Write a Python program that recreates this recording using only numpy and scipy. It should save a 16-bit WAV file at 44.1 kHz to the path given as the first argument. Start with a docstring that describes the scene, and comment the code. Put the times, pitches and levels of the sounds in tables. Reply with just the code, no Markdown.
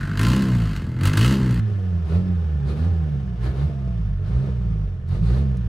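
"""Revving a turbo engine in a garage

A six-cylinder engine is revved in short bursts, heard from behind the car, then from the driver's seat.
Each firing (fuel burning in a cylinder) booms in the exhaust, rings the pipe and lets out a raspy puff.
Inside, the boom remains, with softer gas, hissing intake air, whirring valves and a few laptop clicks.
The turbo whines faintly underneath."""
import sys
import numpy as np
from scipy import signal
from scipy.fft import rfft, irfft
from scipy.io import wavfile
from scipy.ndimage import uniform_filter1d, minimum_filter1d

SR = 44100
rng = np.random.default_rng(int(sys.argv[2]) if len(sys.argv) > 2 else 0)


def waveform_to_disk(signal):
    """Save audio, clipped to [-1, 1], as 16-bit WAV at the path in sys.argv[1]."""
    frames = np.transpose(np.atleast_2d(signal))
    scaled = np.clip(frames, -1, 1) * 32767
    samples = np.round(scaled).astype(np.int16)
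    wavfile.write(sys.argv[1], SR, samples)


N = 250488
T = np.arange(N) / SR

MOVE_INSIDE_S = 1.602
REFERENCE_HZ = 60  # firing rate that speed-dependent levels are counted from

# Levels in the tables are relative: filters and the mix still change them.
# firings per second, which set the engine's pitch: (time [s], rate [Hz])
FIRING_RATE_OUTSIDE = [(0, 44.5), (.1, 49.8), (.17, 49.8), (.25, 55.6), (.33, 64.8), (.41, 67.5), (.6, 57),
                       (.7, 52), (.8, 44), (.9, 39.5), (.98, 42.2), (1.05, 47.6), (1.12, 51), (1.18, 51.7),
                       (1.25, 61.2), (1.35, 68), (1.6, 57.5)]
FIRING_RATE_CABIN = [(1.6, 111), (1.8, 95.7), (2.07, 79.5), (2.11, 80), (2.2, 91), (2.27, 92.5), (2.45, 80),
                     (2.63, 69.7), (2.75, 74), (2.88, 86.5), (3.13, 72.3), (3.31, 60.6), (3.4, 57),
                     (3.49, 64.5), (3.55, 64.5), (3.66, 74.5), (4.2, 43.7), (4.43, 68.5), (5.03, 40),
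                     (5.13, 48), (5.19, 48.5), (5.41, 70.5), (5.68, 55.5)]
# taps on the gas pedal: (start [s], length [s], opening [0-1], extra intake hiss [dB])
PEDAL_TAPS = [(0.17, 0.21, 0.6, 0), (1.008, 0.056, 0.88, 0), (1.125, 0.22, 0.96, 0),
              (2.045, 0.11, 0.56, -1), (2.639, 0.064, 0.64, 2.5), (2.722, 0.13, 0.43, -0.5),
              (3.396, 0.06, 0.78, 2.5), (3.517, 0.11, 0.54, -2), (4.226, 0.24, 0.27, -2),
              (5.064, 0.095, 0.51, -0.5), (5.197, 0.19, 0.52, 2.5)]
# laptop clicks: (time [s], level [dB])
LAPTOP_CLICKS = [(4.788, -52.5), (5.089, -43), (5.571, -42), (5.575, -47)]
# the turbo speeding up and coasting down: (time [s], pitch [Hz], level [dB])
TURBO_WHINE = [(0, 640, -55), (.15, 685, -52), (.65, 700, -54), (.85, 690, -66), (1.5, 780, -64),
               (1.8, 745, -58), (2.0, 716, -66), (2.4, 808, -57), (2.85, 802, -52.5), (3.25, 716, -57),
               (3.42, 690, -62), (3.84, 678, -54), (4.1, 638, -59), (4.4, 623, -64)]
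# loudness of the valves: (time [s], level [dB])
VALVE_LEVEL = [(1.6, -54), (2.1, -60.5), (2.55, -56), (3.1, -56), (3.35, -66), (3.47, -45.5), (3.58, -59),
               (3.72, -62), (4.1, -59), (4.3, -56.5), (4.7, -63), (4.9, -63.5), (5.68, -57)]
# tone of the valves, the intake air and a hard firing's crack: (frequency [Hz], level [dB])
VALVE_TONE = [(900, -24), (1350, 1.5), (1750, 1), (2000, -10), (3400, -12), (6000, -33)]
INTAKE_TONE = [(900, -22), (1750, -2), (2400, -17), (3100, -13), (3700, 0), (4500, 0), (5400, -13),
               (7500, -15), (11500, -16), (14000, -48)]
CRACK_TONE = [(1500, -29), (4300, -10), (5500, -8), (9000, -1), (15500, -12)]
# tone of the escaping gas: (frequency [Hz], level [dB])
GAS_TONE_OUTSIDE = [(400, -15), (760, -12), (1080, -2), (1500, 1.5), (2100, -3), (2330, -10), (2550, -5),
                    (2950, -4.5), (3600, -11), (4200, -7), (4700, -9), (5400, -17), (6600, -16.5),
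                    (9300, -20.5), (10300, -26.5), (11500, -23.5), (15500, -33)]
GAS_TONE_CABIN = [(350, -1.5), (750, 1.5), (950, -3), (1200, -2), (1450, -4.5), (1750, -12.5), (2100, -10),
                  (3000, -9), (4200, -16.5), (5500, -15.5), (7000, -25), (11500, -30), (14000, -48)]
# loudness of the exhaust behind the car: (time [s], drone [dB], rasp [dB], treble [dB])
EXHAUST_LEVELS = [(0, -40, -35, -45), (.08, -39, -35, -47), (.16, -40, -38, -49), (.22, -28, -28.5, -33.5),
                  (.32, -26.5, -29.5, -33), (.38, -28, -33.5, -38), (.5, -30.5, -38, -43),
                  (.73, -40, -39.5, -45), (.8, -37, -41, -48), (.88, -38, -47, -53), (.97, -39, -46, -55),
                  (1.02, -32.5, -36, -46), (1.068, -29.5, -25.5, -28.5), (1.11, -31, -35.5, -42),
                  (1.165, -29, -34.5, -39), (1.178, -27, -26, -28), (1.26, -23, -24.5, -26.5),
                  (1.335, -23.5, -30, -32), (1.375, -28, -38, -43), (1.6, -35, -40, -46)]
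# gas in the cabin, a row for rasp and one for sizzle relative to it:
# (coasting level [dB], rise per doubling of speed [dB], rise at full throttle [dB])
CABIN_GAS_FLOW = {"rasp": (-52, 1.3, 17), "sizzle": (-13.5, 1.5, -7)}
# pitches at which the cabin air and the pipe ring: (frequency [Hz], width [Hz], boost [dB])
CABIN_RESONANCES = [(371, 18, 2), (406, 18, 6), (462, 22, 5), (595, 40, 6), (1172, 40, 6), (1380, 40, 4),
                    (1720, 60, 5), (1810, 70, 5), (2117, 30, 6)]
PIPE_RESONANCES = [(895, 35, 5), (1065, 35, 7), (1296, 30, 4), (1385, 45, 2), (1659, 22, 6),
                   (1989, 18, 8.5), (2118, 22, 7), (2471, 20, 5), (2887, 30, 2)]
PIPE_DRONE_RESONANCES = [(326, 29, 3.2), (399.5, 7.2, 12), (445, 16, 12), (520, 36, 11.8), (625, 12, 9.4)]
# share of the rasp in the pipe's two main resonances: (time [s], lower [0-1], upper [0-1])
RESONANCE_SHARES = [(0, 0, .7), (.13, 0, .55), (.2, .2, .12), (.33, .28, .04), (.45, .12, .08),
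                    (.8, .03, .12), (1, 0, .12), (1.25, .02, 0), (1.6, .04, .05)]
# single hard firings, most as the throttle snaps open: (time [s], level [dB], extra for the crack [dB])
HARD_FIRINGS = [(.1735, -25.5, -9), (.1935, -21, -6), (.213, -25, -1), (.232, -26, -1), (.267, -28, -1),
                (.284, -28, 0), (.362, -30, 0), (.4214, -29, -2), (.763, -29, -11), (1.0105, -29.5, -10),
                (1.034, -25.5, -1), (1.054, -24, 2), (1.073, -26, 4), (1.133, -22.5, -6), (1.172, -22.5, 2),
                (1.1915, -28, 3), (1.21, -27, 1), (1.26, -23, 1), (1.509, -37, 0), (1.543, -38, 2)]
# tone of the engine's drone: (frequency [Hz], level [dB])
DRONE_TONE_OUTSIDE = [(110, -28.5), (185, -11.5), (215, 8.5), (243, 9.5), (285, 1.5), (325, 2), (365, -7.5),
                      (430, -12), (500, -17.5), (620, -16.5), (760, -26), (900, -10.5), (1500, -84)]
DRONE_TONE_CABIN = [(170, -37), (215, 1.5), (270, 3.5), (330, 7), (420, 4.5), (480, 0), (590, 0.5),
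                    (700, -4.5), (850, -13.5), (1200, -46), (5000, -95)]
# loudness of the drone inside: (time [s], level [dB])
DRONE_LEVEL_CABIN = [(1.6, -44.5), (2.04, -44.5), (2.12, -36.5), (2.22, -36.5), (2.35, -44), (2.6, -46),
                     (2.7, -35), (2.88, -40.5), (3.37, -47), (3.45, -36.5), (3.65, -40.5), (4.15, -53.5),
                     (4.33, -42), (4.48, -37), (4.55, -46), (5.03, -51), (5.37, -33), (5.46, -41.5),
                     (5.68, -48.5)]
# low resonances shaken by uneven firings: (frequency [Hz], level [dB])
SHAKE_TONE_OUTSIDE = [(25, -42.5), (40, -26), (54, 1.5), (72, -35), (92, -3), (125, -14), (160, -2),
                      (200, -9.5), (240, -15), (330, -96), (1500, -110)]
SHAKE_TONE_CABIN = [(25, -42.5), (40, -8.5), (53, 9), (68, 6), (88, 10), (110, 8.5), (140, 8.5), (195, 7),
                    (235, -13), (330, -61), (1500, -110)]
# boom tones at 1, 2 and 3 times the firing rate: (time [s], first [dB], second [dB], third [dB])
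BOOM_LEVELS_OUTSIDE = [(0, -29, -38, -33), (.1, -34, -29, -29), (.2, -30, -21, -29), (.3, -20, -15.5, -26),
                       (.4, -36, -29, -20.5), (.55, -25, -17.5, -26), (.65, -24, -23.5, -24.5),
                       (.75, -28.5, -32, -33), (.87, -43, -29, -36), (.97, -45, -38, -24),
                       (1.07, -23, -15.5, -24), (1.13, -38, -29, -25), (1.2, -24, -13, -23),
                       (1.27, -17, -13, -24), (1.31, -20, -18, -20), (1.35, -35, -25, -22.5),
                       (1.42, -27, -21, -24), (1.52, -28, -20, -27), (1.6, -28, -23, -26)]
BOOM_LEVELS_CABIN = [(1.6, -20, -34, -65), (1.75, -21.5, -39, -48), (1.949, -23, -28, -57),
                     (2.05, -22.5, -38, -57), (2.08, -28.5, -31, -53), (2.15, -16.5, -24.5, -43.5),
                     (2.28, -30, -25.5, -47.5), (2.3, -21, -23, -44.5), (2.45, -20.5, -38, -59),
                     (2.65, -28, -21.5, -41.5), (2.72, -21.5, -35, -37.5), (2.75, -35.5, -25.5, -43),
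                     (2.82, -18.5, -28, -34), (2.97, -20.5, -31.5, -51), (3.12, -28.5, -24.5, -44.5),
                     (3.35, -29.5, -33.5, -30), (3.37, -32, -51, -54), (3.4, -27, -24.5, -38),
                     (3.5, -20, -28.5, -38), (3.52, -32.5, -30.5, -41), (3.65, -22, -21, -47),
                     (3.67, -20, -42, -37), (3.7, -34, -28, -43.5), (3.95, -24.5, -28, -30.5),
                     (4.149, -25, -33.5, -34.5), (4.2, -39, -24.5, -34), (4.371, -19, -25.5, -30.5),
                     (4.4, -35, -24.5, -41), (4.5, -27, -28, -37.5), (4.65, -25.5, -26, -34),
                     (4.72, -22.5, -29.5, -28.5), (4.87, -25.5, -29, -34), (4.94, -40, -26, -37),
                     (5.02, -39, -38, -38), (5.09, -37, -22.5, -31.5), (5.139, -28, -19, -23.5),
                     (5.17, -27, -36, -43), (5.22, -23.5, -23.5, -24.5), (5.32, -18, -22.5, -30.5),
                     (5.54, -27, -25.5, -33.5), (5.68, -23, -25.5, -35)]
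# strength of each of the six cylinders: (level [dB])
CYLINDER_DB = np.array([1.4, -0.7, 2.0, -1.5, 1.5, -0.5])


def undb(db):
    """Turn decibels into a volume multiplier."""
    return 10 ** (np.asarray(db) / 20)


def unit(x):
    """Scale a signal to an average (rms) size of 1."""
    return x / np.sqrt(np.mean(x ** 2))


def curves(table):
    """Join a table's timed points with straight lines, one curve per column."""
    times, *columns = np.transpose(table)
    return [np.interp(T, times, column) for column in columns]


def band(x, low_hz, high_hz, order=2):
    """Keep the sound between two frequencies."""
    return signal.sosfilt(signal.butter(order, [low_hz, high_hz], "bandpass", fs=SR, output="sos"), x)


def colour(x, tone, resonances=()):
    """Filter a sound through a tone table, with narrow ringing peaks on top."""
    size = 16384
    freqs = np.maximum(np.arange(size // 2 + 1) * SR / size, 1)
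    hz, db = np.transpose(tone)
    shape_db = np.interp(np.log(freqs), np.log(hz), db)
    for centre, width, boost in resonances:
        shape_db += boost / (1 + (2 * (freqs - centre) / width) ** 2)
    # make the filter ring only after a sound, never before it
    cepstrum = irfft(np.log(undb(shape_db)))
    cepstrum[1:size // 2] *= 2
    cepstrum[size // 2 + 1:] = 0
    return signal.fftconvolve(x, irfft(np.exp(rfft(cepstrum))))[:N]


def wander(rate_hz):
    """A smooth random wiggle of about size 1."""
    hold = int(SR / rate_hz)
    steps = np.repeat(rng.standard_normal(N // hold + 1), hold)
    return unit(uniform_filter1d(uniform_filter1d(steps, hold), hold)[:N])


def throttle():
    """Engine load (0-1) and extra hiss (dB): on each pedal tap the intake pipes fill, then empty."""
    fill_s, empty_s = 0.057, 0.045
    load, hiss_db = np.zeros((2, N))
    for start, length, opening, extra_db in PEDAL_TAPS:
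        shape = np.clip((T - start) / fill_s, 0, 1) * np.exp(-np.maximum(T - start - length, 0) / empty_s)
        load = np.maximum(load, opening * shape)
        hiss_db += extra_db * shape
    return load, hiss_db


def idle_sag(hz):
    """Gas flow drops by up to 4.5 dB as the engine slows below 50 firings a second."""
    return -4.5 * np.clip((50 - hz) / 9, 0, 1)


def firings(cycles, hz, scatter_db):
    """One pulse each time cycles passes a whole number, plus each firing's uneven strength."""
    count = cycles.astype(int)
    random_db = scatter_db * rng.standard_normal(N // 100)[count]
    strength = undb(CYLINDER_DB[count % len(CYLINDER_DB)] + random_db)
    return np.diff(count, prepend=count[0]) * strength / np.sqrt(hz), strength


def puffs(cycles, hz, strength, puff_s, flow):
    """Swirling gas bursts out as each valve opens, then dies down to a steady flow."""
    age_s = cycles % 1 / hz
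    return unit(rng.standard_normal(N) * (strength * np.exp(-age_s / puff_s) + flow))


def room(x, fade_s, echo_db, side_db):
    """Add dense echoes from the walls; side_db sets how much left and right differ."""
    t = T[:SR // 2]
    tails = rng.standard_normal((2, len(t))) * undb(-60 * t / fade_s) * (t > .003)
    middle, side = (signal.fftconvolve(x, tail / np.linalg.norm(tail))[:N] for tail in tails)
    echoes = undb(echo_db) * middle + undb(side_db) * side * np.array([[1], [-1]])
    return (x + echoes) / np.sqrt(1 + undb(2 * echo_db))


def laptop():
    """Small, dry plastic ticks, each a tiny burst of noise."""
    ticks = np.zeros(N)
    for start, db in LAPTOP_CLICKS:
        ticks += undb(db) * (T >= start) * np.exp(-np.abs(T - start) / 0.0021) * rng.standard_normal(N)
    return colour(ticks, [(1000, -34.5), (4000, -3), (6000, -4), (10000, -9), (15000, -19)])


def turbo():
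    """The turbo's heavy rotor changes speed slowly and sings faintly, one wave per turn."""
    hz, db = curves(TURBO_WHINE)
    turns = np.cumsum(hz) / SR + 0.14 * wander(60)
    return np.sqrt(2) * np.sin(2 * np.pi * turns) * undb(db + 2 * wander(25))


def valves(cycles, hz):
    """The valves tick twice per firing and blur into a metallic whirr."""
    ticks = puffs(2 * cycles, 2 * hz, strength=0.86, puff_s=0.0022, flow=0.22)
    return unit(colour(ticks, VALVE_TONE, CABIN_RESONANCES)) * undb(curves(VALVE_LEVEL)[0])


def intake(load, hiss_db):
    """Air hisses in through the open throttle; a little leaks by when it is shut."""
    leak = 0.036
    return unit(colour(rng.standard_normal(N), INTAKE_TONE)) * (leak + load) * undb(hiss_db - 52)


def cabin_gas(gas, hz, load):
    """Exhaust gas muffled by the car's body: a rasp and a quieter sizzle that grow with speed and load."""
    rasp_db, sizzle_db = (db + speed_db * np.log2(hz / REFERENCE_HZ) + load_db * load
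                          for db, speed_db, load_db in CABIN_GAS_FLOW.values())
    muffled = colour(gas, GAS_TONE_CABIN, CABIN_RESONANCES)
    rasp = signal.sosfiltfilt(signal.butter(3, 2710, fs=SR, output="sos"), muffled)
    sizzle = muffled - rasp
    return undb(rasp_db + idle_sag(hz)) * (unit(rasp) + undb(sizzle_db) * unit(sizzle))


def pipe_rattle(cycles, hz, ring_s):
    """Each firing's shock rattles down the pipe by the same paths, a little early or late."""
    pulses, _ = firings(cycles + 0.011 * wander(60), hz, scatter_db=1)
    t = T[:SR // 20]
    paths = rng.standard_normal(len(t)) * np.exp(-t / ring_s)
    return unit(signal.fftconvolve(pulses, paths)[:N])


def tailpipe(cycles, hz, load, strength):
    """Gas leaving the pipe: a rasp in shifting resonances, and a treble that spits once per firing."""
    rattle = (.3 + .35 * load) * pipe_rattle(cycles, hz, ring_s=.011)
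    soft = puffs(cycles, hz, strength, puff_s=.006, flow=.7 - .3 * load) + rattle
    sharp = puffs(cycles, hz, strength, puff_s=.005, flow=.45 - .1 * load) + rattle
    rasp = unit(band(colour(soft, GAS_TONE_OUTSIDE, PIPE_RESONANCES), 300, 2560, order=5))
    treble = unit(band(colour(sharp, GAS_TONE_OUTSIDE, PIPE_RESONANCES), 2560, 19000, order=5))
    lower, upper = curves(RESONANCE_SHARES)
    rasp *= np.sqrt(1 - lower - upper)
    for edges_hz, share in (((1030, 1100), lower), ((1340, 1630), upper)):
        gas = puffs(cycles, hz, strength, puff_s=.005, flow=.3)
        rasp += np.sqrt(share) * unit(band(gas, *edges_hz))
    return rasp, treble


def barks():
    """A hard firing is a burst of gas that dies in milliseconds, with a bright crack on top."""
    bursts, cracks = np.zeros((2, N))
    for start, db, crack_db in HARD_FIRINGS:
        burst = undb(db) * (T >= start) * np.exp(-np.abs(T - start) / 0.004)
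        bursts += burst
        cracks += burst * undb(crack_db)
    noise = rng.standard_normal(N)
    pipe_gain = np.std(colour(noise, GAS_TONE_OUTSIDE, PIPE_RESONANCES))
    gas = colour(noise * bursts, GAS_TONE_OUTSIDE, PIPE_RESONANCES) / pipe_gain
    return gas + colour(rng.standard_normal(N) * cracks, CRACK_TONE)


def drone(growl, tone, resonances, db):
    """The engine's overtones ring in the pipe or cabin; db sets their level at 260-700 Hz."""
    ringing = colour(growl, tone, resonances)
    return ringing / np.std(band(ringing, 260, 700, order=6)) * undb(db)


def boom(cycles, hz, load, levels, shake_tone, shake_db, stumble_db, waver_db, wobble):
    """The firings make three deep tones that swell and fade; uneven firings add a lumpy shake."""
    drive = (load - .18) / .13  # below zero the engine coasts, above zero it pulls
    uneven = undb(-7 * np.log2(hz / REFERENCE_HZ))  # burning steadies as the engine speeds up
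    phase = cycles + wobble * uneven * wander(24)
    # the lowest tone comes later when pulling than when coasting
    lag = .12 * uniform_filter1d(np.tanh(drive), size=2000)
    tones = np.zeros(N)
    for harmonic, db in enumerate(curves(levels), 1):
        wave = np.sqrt(2) * np.sin(2 * np.pi * harmonic * (phase - lag * (harmonic == 1)))
        tones += wave * undb(db + waver_db * uneven * wander(40))
    pulses, _ = firings(cycles, hz, scatter_db=2.5)
    shake = unit(colour(pulses * rng.standard_normal(N).clip(-1, 1), shake_tone))
    stumble = np.exp(-drive ** 2)  # strongest between coasting and pulling
    return tones + shake * uneven * undb(shake_db + idle_sag(hz) + stumble_db * stumble)


def outside():
    """Behind the car, every firing cracks out of the tailpipe and around the garage."""
    hz, = curves(FIRING_RATE_OUTSIDE)
    cycles = np.cumsum(hz) / SR + .6
    load, _ = throttle()
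    drone_db, rasp_db, treble_db = curves(EXHAUST_LEVELS)
    pulses, strength = firings(cycles + .02 * wander(60), hz, scatter_db=1.4)
    growl = np.roll(unit(pulses), 170) + .6 * rng.standard_normal(N)
    hum = drone(growl, DRONE_TONE_OUTSIDE, PIPE_DRONE_RESONANCES, drone_db - 2.5)
    rasp, treble = tailpipe(cycles, hz, load, strength)
    gas = rasp * undb(rasp_db - 2.3) + treble * undb(treble_db - 2.55)
    bass = boom(cycles, hz, load, BOOM_LEVELS_OUTSIDE, SHAKE_TONE_OUTSIDE,
                shake_db=-31, stumble_db=3, waver_db=1.1, wobble=.014)
    return bass + hum + turbo() + room(gas + barks(), fade_s=0.17, echo_db=-8, side_db=-62)


def cabin():
    """In the driver's seat, the car's body lets the boom through and muffles the gas."""
    hz, = curves(FIRING_RATE_CABIN)
    cycles = np.cumsum(hz) / SR
    load, hiss_db = throttle()
    pulses, strength = firings(cycles + .035 * wander(70), hz, scatter_db=1.5)
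    gas = puffs(cycles, hz, strength, puff_s=0.032, flow=1.0)
    gas_share = .62 + .2 * load  # the overtones come clear of the gas as the throttle shuts
    growl = np.sqrt(1 - gas_share) * unit(pulses) * (1 + 0.49 * wander(50)) + np.sqrt(gas_share) * gas
    hum = drone(growl, DRONE_TONE_CABIN, CABIN_RESONANCES, curves(DRONE_LEVEL_CABIN)[0] - 0.6)
    rush = cabin_gas(gas, hz, load) + intake(load, hiss_db)
    bass = boom(cycles, hz, load, BOOM_LEVELS_CABIN, SHAKE_TONE_CABIN,
                shake_db=-34, stumble_db=6, waver_db=1.5, wobble=.016)
    # left and right sit at different places in the cabin's standing waves
    bass_left = colour(bass, [(60, 0.76), (110, -1.4), (200, -0.57)])
    bass_right = colour(np.roll(bass, 18), [(60, 1.7), (110, 1.4), (200, 1.6)])
    middle = room(hum + turbo(), fade_s=0.14, echo_db=-4.5, side_db=-10)
    treble = room(rush + valves(cycles, hz), fade_s=0.069, echo_db=-8.5, side_db=-1.5)
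    open_door = undb([[1.2], [-1.2]])  # the treble comes in by the open door on the left
    return np.array([bass_left, bass_right]) + middle + open_door * treble


def scene():
    """The listener jumps from behind the car to the driver's seat."""
    inside = np.clip((T - MOVE_INSIDE_S) / .004 + .5, 0, 1)
    return (1 - inside) * outside() + inside * cabin() + laptop()


def record(dry):
    """Thin the deepest bass, hold down the loudest peaks, fade the ends and cut the highest treble."""
    ceiling, top_hz = .48, 15800
    thinned = signal.sosfilt(signal.butter(6, 37, "highpass", fs=SR, output="sos"), dry)
    needed_gain = ceiling / np.maximum(np.abs(thinned).max(axis=0), ceiling)
    gain = uniform_filter1d(minimum_filter1d(needed_gain, size=900), size=900)
    fades = np.clip(np.minimum(T, T[-1] - T) / .004, 0, 1)
    return signal.sosfilt(signal.ellip(8, .2, 70, top_hz, fs=SR, output="sos"), fades * gain * thinned)


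dry = scene()
out = record(dry)
waveform_to_disk(out)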